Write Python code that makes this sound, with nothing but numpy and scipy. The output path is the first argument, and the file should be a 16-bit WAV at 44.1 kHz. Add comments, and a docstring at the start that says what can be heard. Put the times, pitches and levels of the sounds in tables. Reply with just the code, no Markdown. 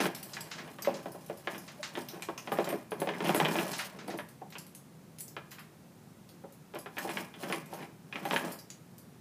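"""On the plank floor of a tin shed, a chained dog noses and paws about above a low outdoor rumble.
Slack chain drags in bursts: random contacts shaped into scrape, and nudged links that ring.
Heavy links and claws knock: pulses and noisy rebounds through plank resonances. Links clink: coloured chatter.
Paws scuff over cloth and wood in band-limited noise; the collar ring sings in decaying sines, and one link
squeaks. A short reverberation joins all but the rumble."""
import sys
import numpy as np
from scipy import signal
from scipy.fft import rfft, irfft, next_fast_len
from scipy.io import wavfile

SR = 44100
rng = np.random.default_rng(int(sys.argv[2]) if len(sys.argv) > 2 else 0)


def bounce(signal):
    """Save signal as a 16-bit WAV file at the path given by the first command-line argument."""
    frames = np.transpose(np.atleast_2d(signal))
    limited = np.clip(frames, -1, 1)
    pcm = np.round(limited * 32767).astype(np.int16)
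    wavfile.write(sys.argv[1], SR, pcm)


N = 405912  # length in samples


def from_db(db):
    """Decibels to gain."""
    return 10 ** (np.asarray(db) / 20)


def rms_one(x):
    """Scale to unit rms."""
    return x / np.sqrt(np.mean(x ** 2) + 1e-20)


def unit_energy(x):
    """Scale so that the squares sum to one."""
    return x / np.sqrt(np.sum(x ** 2))


def add(track, s, sound):
    """Mix a sound into a track from time s (seconds) on."""
    start = int(np.clip(round(s * SR), 0, N - 1))
    track[start:start + len(sound)] += sound[:N - start]


def band(x, low_hz, high_hz, order=2):
    """Causal band-pass."""
    edges = [low_hz, min(high_hz, .45 * SR)]
    return signal.sosfilt(signal.butter(order, edges, "band", fs=SR, output="sos"), x + 1e-18)


def resonance(x, hz, width_hz):
    """Two-pole resonator with gain 1 at its top."""
    r = np.exp(-np.pi * width_hz / SR)
    numerator = np.array([1, 0, -1]) * (1 - r * r) / 2
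    denominator = [1, -2 * r * np.cos(2 * np.pi * hz / SR), r * r]
    return signal.lfilter(numerator, denominator, x)


def coloured(x, spectrum):
    """Give a signal a spectrum with minimum phase, so that nothing sounds early; rms 1."""
    hz, level_db = np.transpose(spectrum)
    size = next_fast_len(N, True) * 2
    grid = np.maximum(np.arange(size // 2 + 1) * SR / size, 1)
    # beyond the table the level falls 20 dB per octave, for two octaves
    outside = np.abs(np.log2(grid / np.clip(grid, hz[0], hz[-1])))
    gain = from_db(np.interp(np.log(grid), np.log(hz), level_db) - 20 * np.minimum(outside, 2))
    # folding the cepstrum onto positive times makes the phase minimal
    cepstrum = irfft(np.log(gain))[:size // 2]
    response = np.exp(2 * rfft(cepstrum, size))
    return rms_one(irfft(rfft(x, size) * response)[:N])


def fade(t60, seconds=.3):
    """Exponential decay at a rate of 60 dB in t60 seconds."""
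    return from_db(-60 * np.arange(int(seconds * SR)) / SR / t60)


def burst(t60, rise_s):
    """Noise that swells with time constant rise_s and dies away; unit energy."""
    decay = fade(t60)
    swell = 1 - np.exp(-np.arange(len(decay)) / SR / rise_s)
    return unit_energy(rng.standard_normal(len(decay)) * decay * swell)


def contacts(per_s, spread_db):
    """Random clicks of uneven size and either sign."""
    sizes = from_db(spread_db * np.minimum(rng.exponential(1, N), 3))
    return (rng.random(N) < per_s / SR) * sizes * rng.choice([-1, 1], N)


def link_ring(t60, count=30):
    """One link's ring: high partials that depend on how it hangs; unit energy."""
    decay = fade(t60)
    hz, strength = rng.uniform(4000, 15400, (count, 1)), rng.standard_normal((count, 1))
    partials = strength * np.sin(2 * np.pi * hz * np.arange(len(decay)) / SR)
    return unit_energy(np.sum(partials, axis=0) * decay)


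# Spectrum of the outdoor rumble and air. Each row: frequency in Hz, relative level in dB per Hz.
AIR_SPECTRUM = [(18, -62), (30, -37.5), (158, -2.5), (312, -15), (355, -14), (437, -18.5), (2630, -34),
                (3070, -35.5), (9640, -38), (11600, -38), (13200, -40), (15000, -41)]


def outdoor_air(level_db=-54):
    """Steady noise, heaviest in the lows, like distant outdoor rumble."""
    return from_db(level_db) * coloured(rng.standard_normal(N), AIR_SPECTRUM)


# The dog draws the chain over the floor. Each row: start in seconds, length in seconds,
# relative drag on the boards in dB, relative jingle of the links in dB.
CHAIN_PULLS = [(0.0, 0.052, -36, -44.5), (0.123, 0.38, -56, -58), (0.5, 2.3, -60.5, -62.5),
               (0.576, 0.12, -50, -63.5), (0.877, 0.086, -41, -68), (1.516, 0.033, -43.5, -55.5),
               (1.976, 0.019, -45.5, -52), (2.153, 0.024, -44.5, -61), (2.517, 0.23, -41, -56.5),
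               (3.003, 0.27, -41.5, -63), (3.243, 0.34, -34.5, -45.5), (3.61, 0.11, -40, -45),
               (3.77, 0.1, -55, -49.5), (3.96, 0.21, -48, -71), (7.02, 0.2, -47, -50.5),
               (7.429, 0.13, -43, -51.5), (7.724, 0.11, -47, -60.5), (8.157, 0.15, -48, -60),
               (8.29, 0.083, -40.5, -46), (8.402, 0.1, -39, -53)]


def drag_levels(attack_s=0.038, release_s=0.046):
    """Gains of drag and jingle: the chain gathers speed, then slides to rest; the strongest pull leads."""
    t, gains = np.arange(N) / SR, np.zeros((2, N))
    for start, length, drag_db, jingle_db in CHAIN_PULLS:
        # the swell leads into the start, the release follows the hold
        early, late = np.maximum(start - t, 0), np.maximum(t - start - length, 0)
        envelope = np.exp(-np.minimum(early / attack_s + late / release_s, 20))
        gains = np.maximum(gains, from_db([[drag_db], [jingle_db]]) * envelope)
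    return gains


def jostling(count=14):
    """Each link of the moving chain is nudged at random and answers with a tick and its own ring."""
    out = np.zeros(N)
    for _ in range(count):
        nudges = contacts(per_s=14, spread_db=3)
        answer = link_ring(t60=0.086) + burst(t60=0.035, rise_s=0.00016)
        out += signal.oaconvolve(nudges, answer)[:N]
    return out


# Spectra of links bumping over the grain, grinding on grit and jostling each other.
# Each row: frequency in Hz, relative level in dB per Hz.
BUMP_SPECTRUM = [(90, -36.5), (150, 3), (250, 4), (450, 3), (800, -2.5), (1100, -21), (1600, -29.5)]
SCRAPE_SPECTRUM = [(600, 16.5), (1000, 12.5), (1700, 4.5), (3000, -4), (3800, -10), (5500, -9), (9000, -21)]
JINGLE_SPECTRUM = [(3000, 7), (4800, 2.5), (7500, -2), (11000, 1), (13000, -2), (15500, -3)]


def dragging(rumble_db=-5, scrape_db=0, jingle_db=-1, grind_share=0.32):
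    """Links bump over the grain, grind on grit and jostle each other; returns the wood's and the metal's part."""
    drag, jingle = drag_levels()
    # the scrape partly follows the jingle instead of the drag
    grind = drag ** (1 - grind_share) * jingle ** grind_share
    bumps = contacts(per_s=240, spread_db=3)
    grit = bumps + .35 * contacts(per_s=1200, spread_db=3)
    rumble = from_db(rumble_db) * drag * coloured(bumps, BUMP_SPECTRUM)
    scrape = from_db(scrape_db) * grind * coloured(grit, SCRAPE_SPECTRUM)
    metal = from_db(jingle_db) * jingle * coloured(jostling(), JINGLE_SPECTRUM)
    return rumble + scrape, metal


# Links and claws landing on the boards. Each row: start in seconds, relative strength in dB,
# hardness as crack over thud in dB, pitch of the struck spot in Hz.
BOARD_KNOCKS = [(0.003, -27, 0.5, 267), (0.056, -25, 3, 360), (0.368, -35, 17, 1690),
                (0.786, -40.5, 8, 1170), (0.873, -23, -28, 585), (1.058, -32, -10, 406),
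                (1.147, -41.5, -30, 574), (1.298, -34, -7.5, 542), (1.473, -28.5, 5, 1790),
                (1.547, -38, 10, 400), (1.953, -35, 13, 3500), (1.974, -33.5, -0.5, 408),
                (2.222, -39.5, 16, 2400), (2.287, -31.5, -5.5, 1170), (2.378, -39, 25, 2680),
                (2.474, -34, 5.5, 820), (2.519, -26.5, -4.5, 1160), (2.587, -21.5, -9.5, 410),
                (2.675, -33, -8, 410), (2.727, -29, -9, 414), (2.919, -29.5, -4.5, 430),
                (3.018, -25.5, -8, 445), (3.073, -28.5, -4, 416), (3.090, -27.5, 7, 403),
                (3.205, -30, 2.5, 406), (3.293, -23.5, -1, 775), (3.347, -24, -0.5, 404),
                (3.401, -21, 2.5, 820), (3.450, -27, 18, 3100), (3.456, -24.5, 6, 3040),
                (3.556, -26, -2, 330), (3.587, -26.5, 9, 2700), (4.082, -34.5, -7, 730),
                (4.139, -38, -16, 700), (4.188, -33.5, 3, 1800), (4.416, -42.5, -16, 825),
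                (4.554, -39.5, 10, 2700), (5.366, -34, 7.5, 1290), (6.439, -41, -24, 252),
                (6.738, -41.5, -1, 570), (6.755, -36.5, 1.5, 580), (6.860, -39.5, 0, 1360),
                (6.969, -36.5, 4, 2306), (6.982, -31, 9, 1800), (7.046, -33, -24, 860),
                (7.092, -31.5, 4, 328), (7.171, -29.5, 12, 2140), (7.340, -44, 18, 3430),
                (7.434, -34, 2.5, 340), (7.500, -31.5, -3, 325), (7.525, -26.5, 9, 2130),
                (7.727, -40.5, -9, 796), (7.805, -44.5, 2, 1750), (8.126, -36, 19, 2436),
                (8.157, -31, 9, 2250), (8.253, -32, 1, 885), (8.310, -23.5, 13, 860), (8.333, -28, 0, 870),
                (8.362, -23, 21, 1780), (8.441, -36.5, -6, 850)]


def landings(loose_per_s=9, loose_db=1.5, loose_hardness_db=9.5):
    """The main blows, and those of links that tip over on any spot during each pull."""
    rows = list(BOARD_KNOCKS)
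    for start, length, drag_db, _ in CHAIN_PULLS:
        waits = np.cumsum(rng.exponential(1 / loose_per_s, 8))
        sizes_db, hardnesses_db = rng.normal(0, 3, (2, 8))
        spots_hz = 400 * 2 ** rng.uniform(0, 3, 8)
        for wait, size_db, hardness_db, hz in zip(waits, sizes_db, hardnesses_db, spots_hz):
            if wait < length:
                strength_db = drag_db + loose_db + size_db
                rows.append((start + wait, strength_db, loose_hardness_db + hardness_db, hz))
    return rows


def knocks(thud_db=-2, clack_db=-4, tick_db=0, snap_db=-16, weight_db=-21,
           rebound_base_db=1.56, skitter_db_per_db=0.1536, typical_knock_db=-23.5, rebound_t60=0.12,
           hard_share=0.57, tick_per_hardness=0.087, spot_db=4, spot_rise_db_per_octave=3,
           overtone_db=-6, spot_q=8, thud_lag_s=0.00042):
    """Each blow is a sharp pulse followed by rebounds; every spot on the planks has its own resonances."""
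    thud, clack, tick = np.zeros((3, N))
    for s, strength_db, hardness_db, spot_hz in landings():
        # a hard contact loses thud, a soft one loses crack, its tick most of all
        thud_level, crack_level = strength_db - max(hardness_db, 0), strength_db + min(hardness_db, 0)
        # light blows skitter more
        rebound_db = rebound_base_db + skitter_db_per_db * (typical_knock_db - strength_db)
        rebounds = from_db(rebound_db) * burst(rebound_t60, rise_s=0.00098)
        pulse = signal.unit_impulse(len(rebounds)) * from_db(-rebound_db)
        others_hz = np.array([400, 800, 1500]) * 2 ** rng.uniform(-.5, .5, 3)
        # a stiffer, higher spot rings out more
        spot_gain = from_db(spot_db + spot_rise_db_per_octave * np.log2(min(spot_hz, 1400) / 1000))
        # rebounds are softer, so they carry less of the tick
        blow = np.array([pulse + rebounds, pulse + hard_share * rebounds])
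        spot = spot_gain * resonance(blow, spot_hz, spot_hz / spot_q)
        overtones = from_db(overtone_db) * sum(resonance(blow, hz, hz / spot_q) for hz in others_hz)
        full, sharp = blow + spot + overtones
        # low bending waves travel slowest along a plank
        add(thud, s + thud_lag_s, from_db(thud_level + thud_db) * full)
        add(clack, s, from_db(crack_level + clack_db) * full)
        add(tick, s, from_db(crack_level + tick_db + tick_per_hardness * hardness_db) * sharp)
    weight = from_db(weight_db) * band(thud, low_hz=128, high_hz=270)
    snap = from_db(snap_db) * band(tick, low_hz=4430, high_hz=6300)
    # a narrow band spreads a pulse out, so it needs more drive for the same height
    low = (band(thud, low_hz=224, high_hz=871, order=3) + weight) * SR / 900
    middle = band(clack, low_hz=871, high_hz=2100, order=3) * SR / 1600
    high = (band(tick, low_hz=2030, high_hz=3425, order=3) + snap) * SR / 2200
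    return low + middle + high


# Floorboard resonances. Each row: frequency in Hz, width in Hz, level in dB over the force.
FLOORBOARD_MODES = [(178.3, 39, 7), (251, 5.3, 4), (337.7, 34, 3), (400.4, 24, 1.5), (545.5, 42, 1),
                    (658, 13, -10), (816, 17, -4), (1692, 43, -1.5), (2430, 150, 2), (3070, 73, -12)]


def floorboards(force, hollow_hz=1300, hollow_width_hz=380, hollow_share=0.17):
    """The planks pass the force on, ring at their modes and radiate poorly between thud and clack."""
    out = force - hollow_share * resonance(force, hollow_hz, hollow_width_hz)
    for hz, width_hz, level_db in FLOORBOARD_MODES:
        out = out + from_db(level_db) * resonance(force, hz, width_hz)
    return out


# Link against link. Each row: start in seconds, relative strength in dB,
# brightness as treble over lower ring in dB.
LINK_CLINKS = [(0.003, -43, -16), (0.148, -41.5, -3), (0.228, -42.5, 3), (0.407, -43, -8), (0.821, -39, -1),
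               (1.118, -51.5, 8), (1.580, -46, -3), (2.086, -42, -2), (2.222, -43, -14.5), (2.377, -45, -9),
               (2.520, -50, 19), (2.643, -43, -1), (2.689, -40.5, -1), (2.908, -50, 0), (3.001, -42, 7),
               (3.283, -46, 4), (3.346, -41, 12), (3.782, -41.5, 1), (4.078, -49.5, 3), (4.175, -51, 5),
               (4.287, -54, 0), (4.583, -44.5, -1), (4.665, -55, -1), (4.749, -48.5, 6), (5.185, -48.5, -2),
               (5.206, -41.5, 8), (5.280, -48, 1), (5.514, -50, 6), (5.592, -54.5, -1), (6.290, -55, 2),
               (6.523, -58, 4), (6.787, -47, 3), (6.984, -42.5, 0), (7.523, -43.5, -2), (7.735, -47, -6),
               (8.252, -49, 9), (8.367, -46, 6), (8.520, -43.5, 4), (8.588, -47, 2), (8.702, -47.5, -9),
               (8.981, -54.5, 4)]


def clinks(treble_db=24, lower_db=24, ring_share=0.2, chatter_t60=0.24, strays_per_s=1.2, stray_db=-55.5):
    """Two links chatter briefly; each pair colours the chatter its own way and leaves a damped ring."""
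    treble, lower = np.zeros((2, N))
    # faint touches in the hanging chain
    stray_times = np.flatnonzero(rng.random(N) < strays_per_s / SR) / SR
    strays = [(s, stray_db, 0) for s in stray_times]
    for s, strength_db, bright_db in LINK_CLINKS + strays:
        chatter = burst(chatter_t60, rise_s=.0006) + .7 * burst(t60=.02, rise_s=.0002)
        colour = link_ring(t60=.007, count=36)
        pair = signal.fftconvolve(chatter, colour)[:len(chatter)]
        touch = chatter + 1.01 * pair + ring_share * link_ring(t60=0.12)
        add(treble, s, from_db(strength_db + bright_db / 2 + treble_db) * touch)
        add(lower, s, from_db(strength_db - bright_db / 2 + lower_db) * touch)
    return band(treble, low_hz=9370, high_hz=14300) - band(lower, low_hz=1760, high_hz=6670)


# Short rasps over cloth and wood. Each row: start in seconds, relative strength in dB,
# brightness as hiss over body in dB.
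PAW_SCUFFS = [(0.004, -32.5, -10), (0.333, -40, 5), (0.513, -36.5, -4), (0.581, -41.5, -12),
              (0.846, -39.5, -17), (0.941, -44, 4), (1.678, -43.5, -6), (1.829, -33.5, -2), (3.732, -34, 2),
              (3.789, -32, -11), (3.987, -44.5, -8), (4.100, -42, -7), (4.523, -47.5, -7), (5.515, -46, -8),
              (5.583, -54, -25)]


def scuffs(hiss_db=30, body_db=32):
    """A quick swipe: friction noise that starts almost at once and trails off."""
    hiss, body = np.zeros((2, N))
    for s, strength_db, bright_db in PAW_SCUFFS:
        swipe = burst(t60=0.24, rise_s=0.00056)
        add(hiss, s, from_db(strength_db + bright_db / 2 + hiss_db) * swipe)
        add(body, s, from_db(strength_db - bright_db / 2 + body_db) * swipe)
    return band(hiss, low_hz=3500, high_hz=7070) - band(body, low_hz=940, high_hz=2650)


# Blows on the collar ring. Each row: start in seconds, relative level in dB.
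COLLAR_BLOWS = [(0.23, -49), (3.359, -35.5), (4.749, -58), (5.200, -43.5), (7.094, -46), (7.447, -59),
                (8.332, -54), (8.471, -53)]
# Modes of the steel ring. Each row: frequency in Hz, mean relative level in dB, t60 in seconds.
COLLAR_MODES = [(7025, -14, .15), (7558, -13, .2), (7845, -12, .4), (8970, -10, .25), (9675, -3, .18),
                (10238, -6, .12), (11360, -12, .1)]


def collar_ring():
    """The free-hanging steel ring sings on, with a new mix of its modes at each blow."""
    out = np.zeros(N)
    for s, blow_db in COLLAR_BLOWS:
        for hz, level_db, t60 in COLLAR_MODES:
            decay = fade(t60) * from_db(rng.uniform(-3, 3))
            tone = np.sin(2 * np.pi * hz * np.arange(len(decay)) / SR)
            add(out, s, from_db(blow_db + level_db) * decay * tone)
    return out


# A link twisting under load squeaks once. The row: start in seconds, frequency in Hz, relative level in dB.
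LINK_SQUEAK = (1.790, 600, -41)


def squeak(length_s=0.029):
    """Steel sticks and slips evenly for a moment: a short, nearly pure note."""
    s, hz, level_db = LINK_SQUEAK
    t = np.arange(int(length_s * SR)) / SR
    swell = np.sin(np.pi * t / length_s)
    out = np.zeros(N)
    add(out, s, from_db(level_db) * swell * np.sin(2 * np.pi * hz * t))
    return out


def shed(x, low_db=-7, middle_db=-9, high_db=-8):
    """Short reverberation between tin walls: three bands of decaying noise, shortest in the highs."""
    response = from_db(low_db) * band(burst(t60=0.23, rise_s=0.0043), low_hz=105, high_hz=850)
    response += from_db(middle_db) * band(burst(t60=0.47, rise_s=0.0011), low_hz=714, high_hz=3430)
    response += from_db(high_db) * band(burst(t60=0.072, rise_s=0.0009), low_hz=4300, high_hz=15700)
    return x + signal.oaconvolve(x, response)[:N]


def scene():
    """Wood, metal and scuffs sound in the shed, over the steady air."""
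    drag_wood, drag_metal = dragging()
    wood = floorboards(knocks() + drag_wood)
    metal = drag_metal + clinks() + collar_ring() + squeak()
    return (shed(wood + metal + scuffs()) + outdoor_air())[None]


def record(dry, cutoff_hz=15400):
    """The small microphone thins the deep bass; the top is cut steeply."""
    thin = signal.sosfilt(signal.butter(1, 60, "high", fs=SR, output="sos"), dry)
    return signal.sosfilt(signal.ellip(12, .1, 80, cutoff_hz, fs=SR, output="sos"), thin)


dry = scene()
out = record(dry)
bounce(out)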